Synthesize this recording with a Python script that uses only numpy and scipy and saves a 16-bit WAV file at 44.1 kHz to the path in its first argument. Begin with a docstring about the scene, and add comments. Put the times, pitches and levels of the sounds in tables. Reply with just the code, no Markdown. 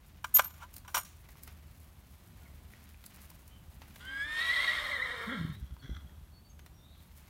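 """Over open-air hiss and a low rumble, a steel bolt knocks on a timber gate, squeals and clacks free.
A horse is led over gravel into an outdoor arena: stones crunch and snap, hooves clop, far birds call.
At 4 s it whinnies with two voices at once: a thin rising whistle over a low tone turns hoarse and
shakes. The call drops to a groan, then to a fluttering nicker with puffs through the nostrils.
A few more bird notes and faint steps close the scene."""
import sys
import numpy as np
from scipy import signal
from scipy.fft import rfft, irfft
from scipy.io import wavfile
from scipy.ndimage import uniform_filter1d

SR = 44100
rng = np.random.default_rng(int(sys.argv[2]) if len(sys.argv) > 2 else 0)


def store_wav(level_fs):
    """Save 16-bit WAV to argv[1]."""
    pcm = np.round(np.clip(np.atleast_2d(level_fs), -1, 1) * 32767)
    wavfile.write(sys.argv[1], SR, pcm.T.astype(np.int16))


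N = 321489
TIME = np.arange(N) / SR
HIT_TIME = np.arange(SR // 2) / SR  # time axis of a one-shot

# tone of the open-air hiss: (frequency [Hz], gain [dB])
AIR_EQ = [(20, -24), (49, 5.5), (81, 1), (317, -15.5), (482, -24), (570, -20.5), (996, -22.5),
          (2060, -30.5), (3500, -30), (5100, -35.5), (10400, -35), (13400, -31.5), (15800, -38)]
# bands of far rumble: (frequency [Hz], width [Hz], rms level [dB])
RUMBLE_BANDS = [(74.94, 10, -59.5), (157, 70, -69)]
# hits of the bolt: (time [s], gate knock level [dB], steel level [dB], t60 [s])
BOLT_HITS = [(.242, -30, -35.5, 0.039), (.347, -44.5, -34, 0.18), (0.366, -38, -27, 0.042),
             (0.3849, -33.5, -26, 0.012), (0.3917, -16.5, -23, 0.036), (0.878, -45, -48.5, 0.11),
             (0.9436, -27, -26.5, 0.13), (0.966, -30, -30, 0.07), (0.977, -30.5, -39.5, 0.051),
             (1.046, -79, -50, 0.39)]
# short ring of the gate's timber: (frequency [Hz], gain [dB], t60 [s])
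TIMBER_MODES = [(1010, -1, 0.043), (1199, 1.5, 0.034), (1434, -2.5, 0.037), (1570, -15.5, 0.074),
                (3038, -6, 0.025)]
# body of the gate: (frequency [Hz], gain [dB])
KNOCK_EQ = [(150, -26), (430, -26.5), (620, -11), (760, -9.5), (1050, -3), (1250, -6.5), (1550, -3),
            (1850, -17.5), (2350, -10), (2650, -19.5), (3000, -13), (4300, -26.5), (13000, -41.5)]
# bright steel contact: (frequency [Hz], gain [dB])
CLACK_EQ = [(1060, -31.5), (1800, -3), (4120, -2), (5000, -7.5), (5710, 1), (13700, -11.5), (15800, -3)]
# ring of bolt and gate: (frequency [Hz], gain [dB], t60 [s])
STEEL_MODES = [(1184, -20, 0.25), (2350, -18.5, 0.099), (3000, -18.5, 0.1), (4048, -23.5, 0.19),
               (5720, -5, 0.091), (5500, -21.5, 0.2), (6840, -19, 0.28), (8540, -14, 0.15), (9200, -19, .2),
               (10415, -17, 0.17), (11180, -16.5, 0.21), (12000, -9, 0.14), (13264, -10, 0.17),
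               (13980, -15, .1)]
# squeaks of the sliding bolt: (time [s], length [s], level [dB])
BOLT_SQUEAKS = [(0.34, 0.025, -14.5), (0.357, 0.024, -14.5), (0.375, 0.025, -26), (0.443, 0.01, -32.5),
                (0.446, 0.041, -38.5)]
# tones that join the squeal under hard rubbing: (frequency [Hz], gain at full force [dB])
SQUEAL_SIDE_TONES = [(6870, -16), (11980, -19.5), (14300, -22)]
# the bolt sings on after the squeal: (frequency [Hz], level [dB], t60 [s])
SQUEAL_TAIL = [(7000, -55, 0.63), (13200, -41, .5)]
# the bolt scrapes in its keeper: (time [s], attack [s], level [dB])
BOLT_SCRAPES = [(0.591, 0.046, -46), (0.847, 0.0021, -51)]
# hooves and boots on gravel: (time [s], level [dB], extra grit [dB])
FOOTSTEPS = [(.63, -83, 6), (1.27, -69, 2), (2.64, -65.5, 0), (2.98, -66, 0), (3.12, -72, 5),
             (3.76, -64.5, 0.5), (6.85, -72, 1), (7.062, -66, 2)]
# body of the gravel: (frequency [Hz], gain [dB])
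CRUNCH_EQ = [(180, -25.5), (300, 2.5), (370, -5), (1010, -1), (1330, -1.5), (2190, -0.5), (7000, -12.5),
             (9100, -38), (15400, -120)]
# top end of the gravel: (frequency [Hz], gain [dB])
GRIT_EQ = [(2350, -51), (4000, -13.5), (7840, -10.5), (11700, -6), (15800, -7)]
# soft thud of the ground: (frequency [Hz], width [Hz], gain [dB])
GROUND_MODES = [(203, 77, 0)]
# single stones snapping underfoot: (time [s], snap level [dB], body level [dB])
STONE_SNAPS = [(0.74, -31, -59), (0.7651, -27.5, -56), (0.781, -33, -62), (1.288, -43, -55.5),
               (1.434, -29.5, -61), (1.476, -35, -50),  (3.04, -39, -54), (3.062, -29, -66),
               (3.302, -34, -61), (3.478, -39, -70), (3.818, -48, -51.5), (3.959, -40, -50.5),
               (4.052, -39, -61), (6.592, -46, -54.5), (6.662, -40.5, -54.5)]
# hooves on larger stones: (time [s], pitch [Hz], level [dB])
HOOF_CLOPS = [(1.355, 1080, -48), (2.736, 1930, -43), (2.944, 2410, -49.5), (3.315, 1010, -47),
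              (3.818, 916, -45), (5.766, 990, -47), (5.967, 1400, -44.5), (6.095, 1890, -53)]
# bird notes: (time [s], length [s], mid pitch [Hz], glide [Hz], arch [Hz], level [dB], scratch [x])
BIRD_NOTES = [(2.407, 0.037, 1447, 69, -1, -65, 0.25), (2.449, 0.031, 2050, -750, 44, -63, 0.34),
              (3.466, 0.135, 3090, 52, 424, -66.5, 0.44), (5.518, 0.067, 3853, 394, 0, -59.5, .5),
              (5.786, 0.048, 4390, -200, 66, -64.5, 0.34), (6.317, 0.093, 4440, 24, 6, -66.5, 0.25),
              (6.427, 0.072, 4520, 17, 7, -69.5, 0.34), (6.488, 0.041, 6350, -100, -700, -65, 0.25),
              (6.593, 0.036, 6400, 205, -450, -70, 0.24), (6.734, 0.068, 5640, -30, -1, -71, 0.17),
              (6.766, 0.19, 3710, 489, -60, -66, 0.89), (6.849, 0.21, 3830, 148.5, 9, -67.5, 3.6)]
# automation of the whinny: (time [s], whistle pitch [Hz], whistle level [dB], breath level [dB])
WHINNY_CURVES = [(4, 1380, -62, -51.5), (4.069, 1560, -47.5, -57.5), (4.225, 1673, -34.5, -54.5),
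                 (4.259, 1783, -42.5, -55), (4.395, 1847, -36.5, -39), (4.426, 1955, -33.5, -41.5),
                 (4.474, 1917, -37, -38.5), (4.51, 1952, -30.5, -39), (4.59, 2048, -33, -39),
                 (4.734, 2002, -36, -39), (4.809, 1971, -45.5, -39.5), (4.929, 1979, -37.5, -41.5),
                 (4.985, 1913, -41.5, -45.5), (5.031, 1950, -36.5, -45), (5.09, 1898, -43.5, -44.5),
                 (5.22, 1856, -47.5, -46), (5.345, 1908, -52, -50), (5.4, 1930, -66, -50),
                 (5.561, 1800, -71, -61)]
# resonances that lift the whistle's octave: (frequency [Hz], width [Hz], gain [dB])
OCTAVE_FORMANTS = [(3122, 82, 9.5), (3570, 460, 1.5), (3818, 150, 2)]
# highest resonances of the open mouth: (frequency [Hz], width [Hz], gain [dB])
MOUTH_FORMANTS = [(5350, 500, -3), (6480, 480, -8), (7560, 500, -8), (8520, 270, -5), (9380, 850, -6.5),
                  (11600, 1500, -12), (13600, 2400, -18)]
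# lower resonances of throat and nose: (frequency [Hz], width [Hz], gain [dB])
LOW_FORMANTS = [(610, 250, -4), (1123, 96, 6.5), (1407, 223, 5.5), (1787, 340, 5.5), (2153, 490, 5)]
# upper resonances of throat and nose: (frequency [Hz], width [Hz], gain [dB])
RASP_FORMANTS = [(2830, 380, 4), (3256, 160, 13), (3450, 180, 9.5), (3752, 140, 12.5), (4290, 170, 5.5),
                 (4650, 150, -1.5)]
# automation of the groan: (time [s], pitch [Hz], tone level [dB], rasp level [dB])
GROAN_CURVES = [(5.262, 215.7, -56, -60), (5.28, 204.3, -34, -48), (5.328, 279.2, -42, -38),
                (5.356, 225, -37.5, -42.5), (5.39, 176.7, -37, -52.5), (5.425, 166, -30.5, -58),
                (5.475, 158.4, -40, -60), (5.51, 154.3, -36, -60), (5.54, 127, -52, -73)]
# the throat during the groan: (frequency [Hz], width [Hz], gain [dB])
GROAN_FORMANTS = [(497, 270, -2.5), (1368, 145, 6.5), (1626, 110, 6.5), (1920, 120, 5.5), (2130, 130, 4),
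                  (3290, 280, -0.5)]
# flutters of the nicker: (time [s], level [dB], pitch [Hz], length [s])
NICKER_FLUTTERS = [(5.538, -44.5, 100, 0.081), (5.609, -35, 64, 0.0412), (5.705, -39, 65.5, 0.041),
                   (5.826, -44.5, 134, 0.041), (5.892, -36, 158, 0.0068), (5.893, -34, 61.6, 0.047),
                   (5.949, -42, 79.3, 0.055), (6.013, -45, 68, 0.07)]
# puffs through the nostrils: (time [s], attack [s], level [dB])
NOSTRIL_PUFFS = [(5.54, 0.08, -68.5), (5.812, 0.042, -59.5), (5.893, 0.034, -60), (6.051, 0.11, -76)]
# nostril resonances: (frequency [Hz], width [Hz], gain [dB])
NOSTRIL_FORMANTS = [(1500, 450, 2), (1990, 210, 0.5), (3335, 220, 5), (3910, 490, -7.5), (5700, 770, -11.5)]
# reverb decay of the yard: (frequency [Hz], t60 [s])
YARD_DECAY = [(150, 0.21), (1000, 0.42), (4000, 0.36), (14000, 0.14)]

HIT_ATTACK_S = 0.0031
WHINNY_S, GROAN_S = WHINNY_CURVES[0][0], GROAN_CURVES[0][0]
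HISS_DULL_DB = -3  # the closing mouth takes this off the top end


def amp(db):
    """Decibels to gain."""
    return 10 ** (np.asarray(db) / 20)


def unit(x):
    """Scales to an rms of 1."""
    return x / np.sqrt(np.mean(x ** 2) + 1e-20)


def ramp(start, length):
    """Fades from 0 at start to 1 at start + length; a negative length runs back in time."""
    return np.clip((TIME - start) / length, 0, 1)


def decay(t60):
    """One-shot envelope that falls 60 dB in t60 seconds."""
    return amp(-60 * HIT_TIME / t60)


def value_at(points, hz):
    """Reads a curve on a log-frequency axis."""
    f, value = np.transpose(points)
    return np.interp(np.log(hz + 1), np.log(f + 1), value)


def curves(rows):
    """Turns timed breakpoints into one automation curve per column."""
    times, *columns = np.transpose(rows)
    return [np.interp(TIME, times, column) for column in columns]


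def during(rows):
    """1 while a table lasts, with soft ends."""
    return uniform_filter1d(1. * (TIME >= rows[0][0]) * (TIME <= rows[-1][0]), size=600)


def add(mix, s, sound):
    """Mixes a sound in at time s."""
    part = mix[max(round(s * SR), 0):][:len(sound)]
    part += sound[:len(part)]


def phase_of(hz):
    """Running phase of a pitch curve."""
    return 2 * np.pi * np.cumsum(hz) / SR


def wander(hz):
    """Smooth random modulation of rms 1, up to the given rate."""
    f = np.fft.rfftfreq(N, 1 / SR)
    return unit(irfft(rfft(rng.standard_normal(N)) / (1 + (f / hz) ** 4), N))


def colour(x, eq):
    """Minimum-phase EQ."""
    hz = abs(np.fft.fftfreq(2048, 1 / SR))
    log_gain = np.log(amp(np.maximum(value_at(eq, hz), -100)))
    taps = np.fft.ifft(np.exp(np.conj(signal.hilbert(log_gain)))).real
    return signal.oaconvolve(x, taps)[:len(x)]


def resonate(x, modes, shift=1):
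    """Parallel resonances, each applied twice for dark valleys; shift scales their pitch."""
    out, clock = np.zeros(N), phase_of(shift * np.ones(N))
    for hz, width, db in modes:
        pole, carrier = np.exp(-np.pi * width / SR), np.exp(1j * hz * clock)
        band = signal.lfilter([(1 - pole) ** 2], np.poly([pole, pole]), x * carrier.conj() + 1e-18)
        out += amp(db) * (carrier * band).real
    return out


def ringing(modes):
    """A struck object: each mode starts at a random phase and dies away."""
    sound = sum(amp(db) * decay(t60) * np.sin(2 * np.pi * (hz * HIT_TIME + rng.random()))
                for hz, db, t60 in modes)
    return sound * np.minimum(HIT_TIME / .0005, 1)


def burst(attack, t60, eq):
    """A rattling contact: coloured noise that swells to rms 1 and dies."""
    shape = np.minimum(HIT_TIME / attack, 1) * amp(-60 * np.maximum(HIT_TIME - attack, 0) / t60)
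    sound = colour(rng.standard_normal(len(shape)) * shape, eq)
    return unit(sound) * np.sqrt(np.mean(shape ** 2))


def outdoors(hiss_db=-57):
    """The bed: soft, drifting open-air hiss over a distant rumble."""
    air_gain = amp(value_at(AIR_EQ, np.fft.rfftfreq(N, 1 / SR)))
    hiss = unit(irfft(rfft(rng.standard_normal(N)) * air_gain, N))
    rumble = sum(amp(db) * unit(resonate(rng.standard_normal(N), [(hz, width, 0)]))
                 for hz, width, db in RUMBLE_BANDS)
    return hiss * amp(hiss_db + 1.1 * wander(1)) + rumble


def timber_knock(peak_db=2):
    """The struck timber of the gate rings briefly."""
    knock = sum(amp(db) * decay(t60) * np.sin(2 * np.pi * hz * HIT_TIME) for hz, db, t60 in TIMBER_MODES)
    knock *= np.minimum(HIT_TIME / HIT_ATTACK_S, 1)
    return knock * amp(peak_db) / abs(knock).max()


def bolt_hits(crack_db=-3, clack_db=-4, rattle_db=-37, held_db=-13.5):
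    """The bolt knocks on the timber, clacks, sets the steel ringing and rattles the loose gate."""
    hits, ring, rattle = np.zeros((3, N))
    timber = timber_knock()
    for s, knock_db, steel_db, t60 in BOLT_HITS:
        add(hits, s, amp(knock_db) * (timber + amp(crack_db) * burst(HIT_ATTACK_S, t60, KNOCK_EQ)))
        add(hits, s, amp(steel_db + clack_db) * burst(HIT_ATTACK_S, t60, CLACK_EQ))
        add(ring, s, amp(steel_db) * ringing(STEEL_MODES))
        shiver = sum(burst(attack=0.023, t60=0.51, eq=eq) for eq in (CLACK_EQ, KNOCK_EQ))
        add(rattle, s, amp(knock_db + rattle_db) * shiver)
    rattle *= amp(6.5 * wander(64))  # the gate shivers in fits
    ring *= amp(held_db * (1 - ramp(0.82, 0.14)))  # the keeper damps the steel until the bolt is free
    ring *= amp(4.5 * wander(110))  # loose parts touch and unsettle the ring
    return hits + ring + rattle


def bolt_squeal(pitch_hz=13270, waver=0.0027, side_waver=0.019):
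    """Sliding steel squeals, gains side tones as it rubs harder, and sings on afterwards."""
    rub = np.zeros(N)
    for s, length, db in BOLT_SQUEAKS:
        add(rub, s, amp(db) * np.sin(np.linspace(0, np.pi, int(length * SR))))
    slip = phase_of(1 + waver * wander(180))
    judder = phase_of(1 + side_waver * wander(376))
    sides = sum(amp(db) * np.sin(hz * judder) for hz, db in SQUEAL_SIDE_TONES)
    squeal = rub * (np.sin(pitch_hz * slip) + rub / rub.max() * sides)
    for hz, db, t60 in SQUEAL_TAIL:
        phase = 2 * np.pi * hz * HIT_TIME + wander(40)[:len(HIT_TIME)]
        add(squeal, BOLT_SQUEAKS[1][0], amp(db) * decay(t60) * np.sin(phase))
    return squeal


def bolt_scrapes(t60=0.053, steel_db=-11):
    """The bolt grinds in its keeper and shakes the timber, with a steel edge on top."""
    out, timber = np.zeros(N), timber_knock()
    for s, attack, db in BOLT_SCRAPES:
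        grind = amp(db) * burst(attack, t60, KNOCK_EQ)
        shiver = unit(signal.oaconvolve(grind, timber)[:len(grind)]) * np.std(grind)
        add(out, s, (grind + shiver) / np.sqrt(2))
        add(out, s, amp(db + steel_db) * burst(attack, t60, CLACK_EQ))
    return out


def grains(per_s, spread_db):
    """Sparse clicks of very uneven size."""
    size = amp(spread_db * np.minimum(rng.exponential(1, N), 4))
    return size * rng.choice([-1, 1], N) * (rng.random(N) < per_s / SR)


def gravel_steps(step_s=0.33, shuffle_db=-70.5, leaving_db=-16, grit_db=1.5, thud_db=-1):
    """Stones grind in clumps and the ground thuds as the weight of each step rolls on and off."""
    crunch = unit(colour(grains(1300, 2.2), CRUNCH_EQ) * amp(2.2 * wander(25.6)))
    grit = unit(colour(grains(2700, 4.2), GRIT_EQ) * amp(6.3 * np.tanh(wander(22))))
    thud = unit(resonate(rng.standard_normal(N), GROUND_MODES))
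    tread = sum(amp(db) * np.sin(np.pi * ramp(s, step_s)) for s, db, _ in FOOTSTEPS)
    scuff = sum(amp(db + extra_db) * np.sin(np.pi * ramp(s, step_s)) for s, db, extra_db in FOOTSTEPS)
    distance = amp(leaving_db * ramp(5.63, 0.33))  # horse and handler walk off
    shuffle = amp(shuffle_db) * distance  # stones keep shifting between steps
    out = np.hypot(tread, shuffle) * crunch + amp(grit_db) * np.hypot(scuff, shuffle) * grit
    return out + amp(thud_db) * tread * distance * thud


def stone_snaps(grind_s=0.016):
    """A stone grinds briefly underfoot, then snaps: a bright tick over a duller body."""
    out = np.zeros(N)
    for s, snap_db, body_db in STONE_SNAPS:
        add(out, s - grind_s, amp(snap_db - 25) * burst(grind_s, 0.052, GRIT_EQ))
        add(out, s, amp(snap_db - 11) * burst(0.00044, 0.023, GRIT_EQ))
        add(out, s, amp(body_db + 2) * burst(0.00024, 0.041, CRUNCH_EQ))
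    return out


def hoof_clops(t60=0.013, crunch_db=-11):
    """A hoof knocks on a larger stone: one short tone with a touch of crunch."""
    out = np.zeros(N)
    for s, hz, db in HOOF_CLOPS:
        clop = ringing([(hz, 0, t60)]) + amp(crunch_db) * burst(0.0005, t60, CRUNCH_EQ)
        add(out, s, amp(db) * clop)
    return out


def birds(warble=0.021):
    """Thin whistles that glide and bend; fast pitch jitter makes some scratchy."""
    out, jitter = np.zeros(N), warble * wander(275)
    for s, length, pitch_hz, glide_hz, arch_hz, db, scratch in BIRD_NOTES:
        progress = np.linspace(0, 1, int(length * SR))
        hz = pitch_hz + glide_hz * (progress - .5) - arch_hz * (2 * progress - 1) ** 2
        hz *= 1 + scratch * jitter[int(s * SR):][:len(hz)]
        add(out, s, amp(db) * np.sin(phase_of(hz)) * np.sin(np.pi * progress))
    return out * amp(2 * wander(40))


def whistle(high, low, broken, closed, mouth, rough, side_db=-16, shimmer_db=6, flutter=0.8):
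    """The high voice: its octave rings the throat, its overtones flare in the mouth's resonances."""
    tone = np.sin(high) * amp(shimmer_db * broken * np.tanh(wander(59.95)))  # falters once broken
    octave = amp(-5 + broken) * resonate(np.sin(2 * high), OCTAVE_FORMANTS)
    # the low voice chops the overtones and, until the break, puts side tones around the whistle
    overtones = sum(np.sin(k * high) for k in range(3, 9)) * (1 + np.cos(low))
    upper = amp(-17 + HISS_DULL_DB * closed) * resonate(overtones, MOUTH_FORMANTS, mouth)
    sides = np.sin(high + 2 * low) + .5 * np.sin(high + low) + 0.38 * np.sin(high - low)
    sides *= amp(side_db) * (1 - broken)
    return np.sqrt(2) * (tone + octave + upper + sides) * (1 + flutter * rough * np.tanh(wander(163)))


def vocal_folds(low, pulses, broken, mouth, chest=0.71, base_db=-56, swell_db=7.5, lumpy_db=3):
    """The low voice: pulses ring the throat over a chest tone that moves up an octave at the break."""
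    drive = pulses * during(WHINNY_CURVES)
    voice = unit(resonate(drive, LOW_FORMANTS, mouth)) * np.std(drive)
    voice += chest * ((1 - broken) * np.cos(low) + broken * np.cos(2 * low)) * amp(2 * wander(60))
    voice *= amp(base_db + swell_db * ramp(4.83, 0.21) + lumpy_db * broken * wander(40))
    return voice * ramp(WHINNY_S, 0.125) * (1 - ramp(GROAN_S, 0.14))  # hands over to the groan


def breath(pulses, broken, closed, mouth, rough, buzz=0.42, rasp_dull_db=-6.5, tight_hiss_db=5):
    """Air leaves in uneven puffs, buzzes with the folds and rings the throat and mouth."""
    stream = rng.standard_normal(N) * (1 + rough) + buzz * pulses
    puffs = stream * amp(1.5 * wander(130))
    hoarse = unit(resonate(puffs, LOW_FORMANTS, mouth)) * amp(-2)
    rasp = unit(resonate(puffs, RASP_FORMANTS, mouth)) * amp(rasp_dull_db * closed)
    hiss = unit(resonate(stream, MOUTH_FORMANTS, mouth * (1 + .014 * wander(14))))
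    return hoarse + rasp + hiss * amp(-15 + HISS_DULL_DB * closed + tight_hiss_db * (1 - broken))


def nasal(x, notch_hz=2520, width_hz=515):
    """The nasal passage swallows one band."""
    return signal.lfilter(*signal.iirnotch(notch_hz, notch_hz / width_hz, SR), x)


def whinny(crest_s=4.45, crest_hz=336.6, break_s=4.3, break_length_s=0.283, shake_hz=10.05):
    """Two voices and rushing air start clean, break, shake, and turn nasal as the mouth closes."""
    high_hz, whistle_db, breath_db = curves(WHINNY_CURVES)
    # the low voice climbs to a crest, then sags (slopes in Hz/s)
    low_hz = crest_hz - np.maximum(170 * (crest_s - TIME), 135 * (TIME - crest_s))
    broken, closed = ramp(break_s, break_length_s), ramp(4.68, 0.32)
    # formants rise as the mouth opens and sink a little as it closes
    mouth = 1 - 0.11 * ramp(crest_s, WHINNY_S - crest_s) - 0.027 * closed
    hoarseness = .45 + .5 * (TIME - break_s - break_length_s)
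    rough = 0.1317 * (1 - broken) + hoarseness * broken
    # the vibrato sets in fast, dwells at its two ends, is never quite even, and dies away
    depth_hz = 123.4 * ramp(4.505, 0.02403) * ramp(5.2, -0.18)
    swing = np.cos(2 * np.pi * shake_hz * (TIME - 4.536) + .2 * wander(8))
    bend_hz = depth_hz * np.tanh(1.3 * swing + .28 * wander(45))
    low = phase_of(low_hz * (1 + bend_hz / high_hz + .08 * rough * wander(110.1)))
    high = phase_of((high_hz + bend_hz) * (1 + .018 * rough * wander(284)))
    pulses = unit(sum(np.cos(k * low) for k in range(1, 46)))
    voice = amp(whistle_db) * whistle(high, low, broken, closed, mouth, rough)
    voice += vocal_folds(low, pulses, broken, mouth)
    voice += amp(breath_db) * breath(pulses, broken, closed, mouth, rough)
    voice *= during(WHINNY_CURVES)
    return voice + closed * (nasal(voice) - voice)


def groan(split_s=5.37, sub_gain=0.32, unsteady_db=3.5, chop_hz=42.25, chop_depth=0.41):
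    """The voice falls, a tone at half its pitch joins in, and the slack nostrils chop it."""
    hz, tone_db, rasp_db = curves(GROAN_CURVES)
    split = ramp(split_s, 0.03)
    phase = phase_of(hz * (1 + (0.03 + 0.046 * split) * wander(90.8)))
    sub = np.sin(phase / 2) + 0.42 * np.sin(3 * phase / 2)
    tone = np.sin(phase) + amp(-21) * np.sin(2 * phase) + sub_gain * split * sub
    chop = 1 + chop_depth * ramp(split_s, .1) * np.cos(phase_of(chop_hz * (1 + .12 * wander(30))))
    # each cycle lets out a pulse and a puff of air, which rasp in the throat
    pulses = unit(sum(np.cos(k * phase) for k in range(2, 15)))
    puffs = rng.standard_normal(N) * (1 + 0.64 * np.cos(phase))
    rasp = unit(nasal(resonate(pulses + puffs, GROAN_FORMANTS))) * amp(rasp_db)
    tone *= amp(tone_db + unsteady_db * split * wander(83))
    return (tone + rasp) * chop * during(GROAN_CURVES)


def nicker(rolloff=0.59):
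    """The voice breaks into slack, low flutters, each only a few cycles long."""
    out = np.zeros(N)
    for s, db, hz, length in NICKER_FLUTTERS:
        t = np.arange(int(length * SR)) / SR
        phase = 2 * np.pi * hz * (t - length / 2)
        flaps = sum(rolloff ** (k - 1) / k * np.cos(k * phase) for k in range(1, 5))
        add(out, s, -amp(db) * flaps * np.sin(np.pi * t / length))
    return out


def snort(flap_hz=54, flap_db=4.5):
    """The nostrils flap unevenly and cut each puff of air into spurts."""
    flap = np.cos(phase_of(flap_hz * (1 + .45 * wander(45))))
    spurts = amp(flap_db * (flap + .5 * wander(40)))
    air = unit(nasal(resonate(rng.standard_normal(N) * spurts, NOSTRIL_FORMANTS)))
    out = np.zeros(N)
    for s, attack, db in NOSTRIL_PUFFS:
        age = np.maximum(TIME - s, 0) / attack
        out += amp(db) * air * age * np.exp(1 - age)
    return out


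def yard_reverb(send, echoes_per_s=2000, predelay_s=.008):
    """Short scatter from fences and sheds."""
    taps = rng.standard_normal(SR) * (rng.random(SR) < echoes_per_s / SR)
    taps *= np.arange(SR) > predelay_s * SR
    hz, t, bands = signal.stft(taps, SR, nperseg=256)
    bands *= amp(-60 * t / value_at(YARD_DECAY, hz)[:, None])
    tail = signal.istft(bands, SR, nperseg=256)[1]
    return signal.oaconvolve(send, tail / np.linalg.norm(tail))[:N]


def scene():
    """The mono mix: the gate close and dry, the horse farther off, the birds distant and wettest."""
    bed = outdoors()
    gate = bolt_hits() + bolt_squeal() + bolt_scrapes()
    steps = gravel_steps() + stone_snaps() + hoof_clops()
    song = birds()
    horse = whinny() + groan() + nicker() + snort()
    send = amp(-28.5) * gate + amp(-13) * steps + amp(-6) * song + amp(-12) * horse
    return (bed + gate + steps + song + horse + yard_reverb(send))[None]


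def record(dry):
    """A steep high cut at 15.9 kHz on the whole mix."""
    high_cut = signal.firwin(511, 15900, window=("kaiser", 9), fs=SR)
    return signal.oaconvolve(dry, high_cut[None], "same")


dry = scene()
out = record(dry)
store_wav(out)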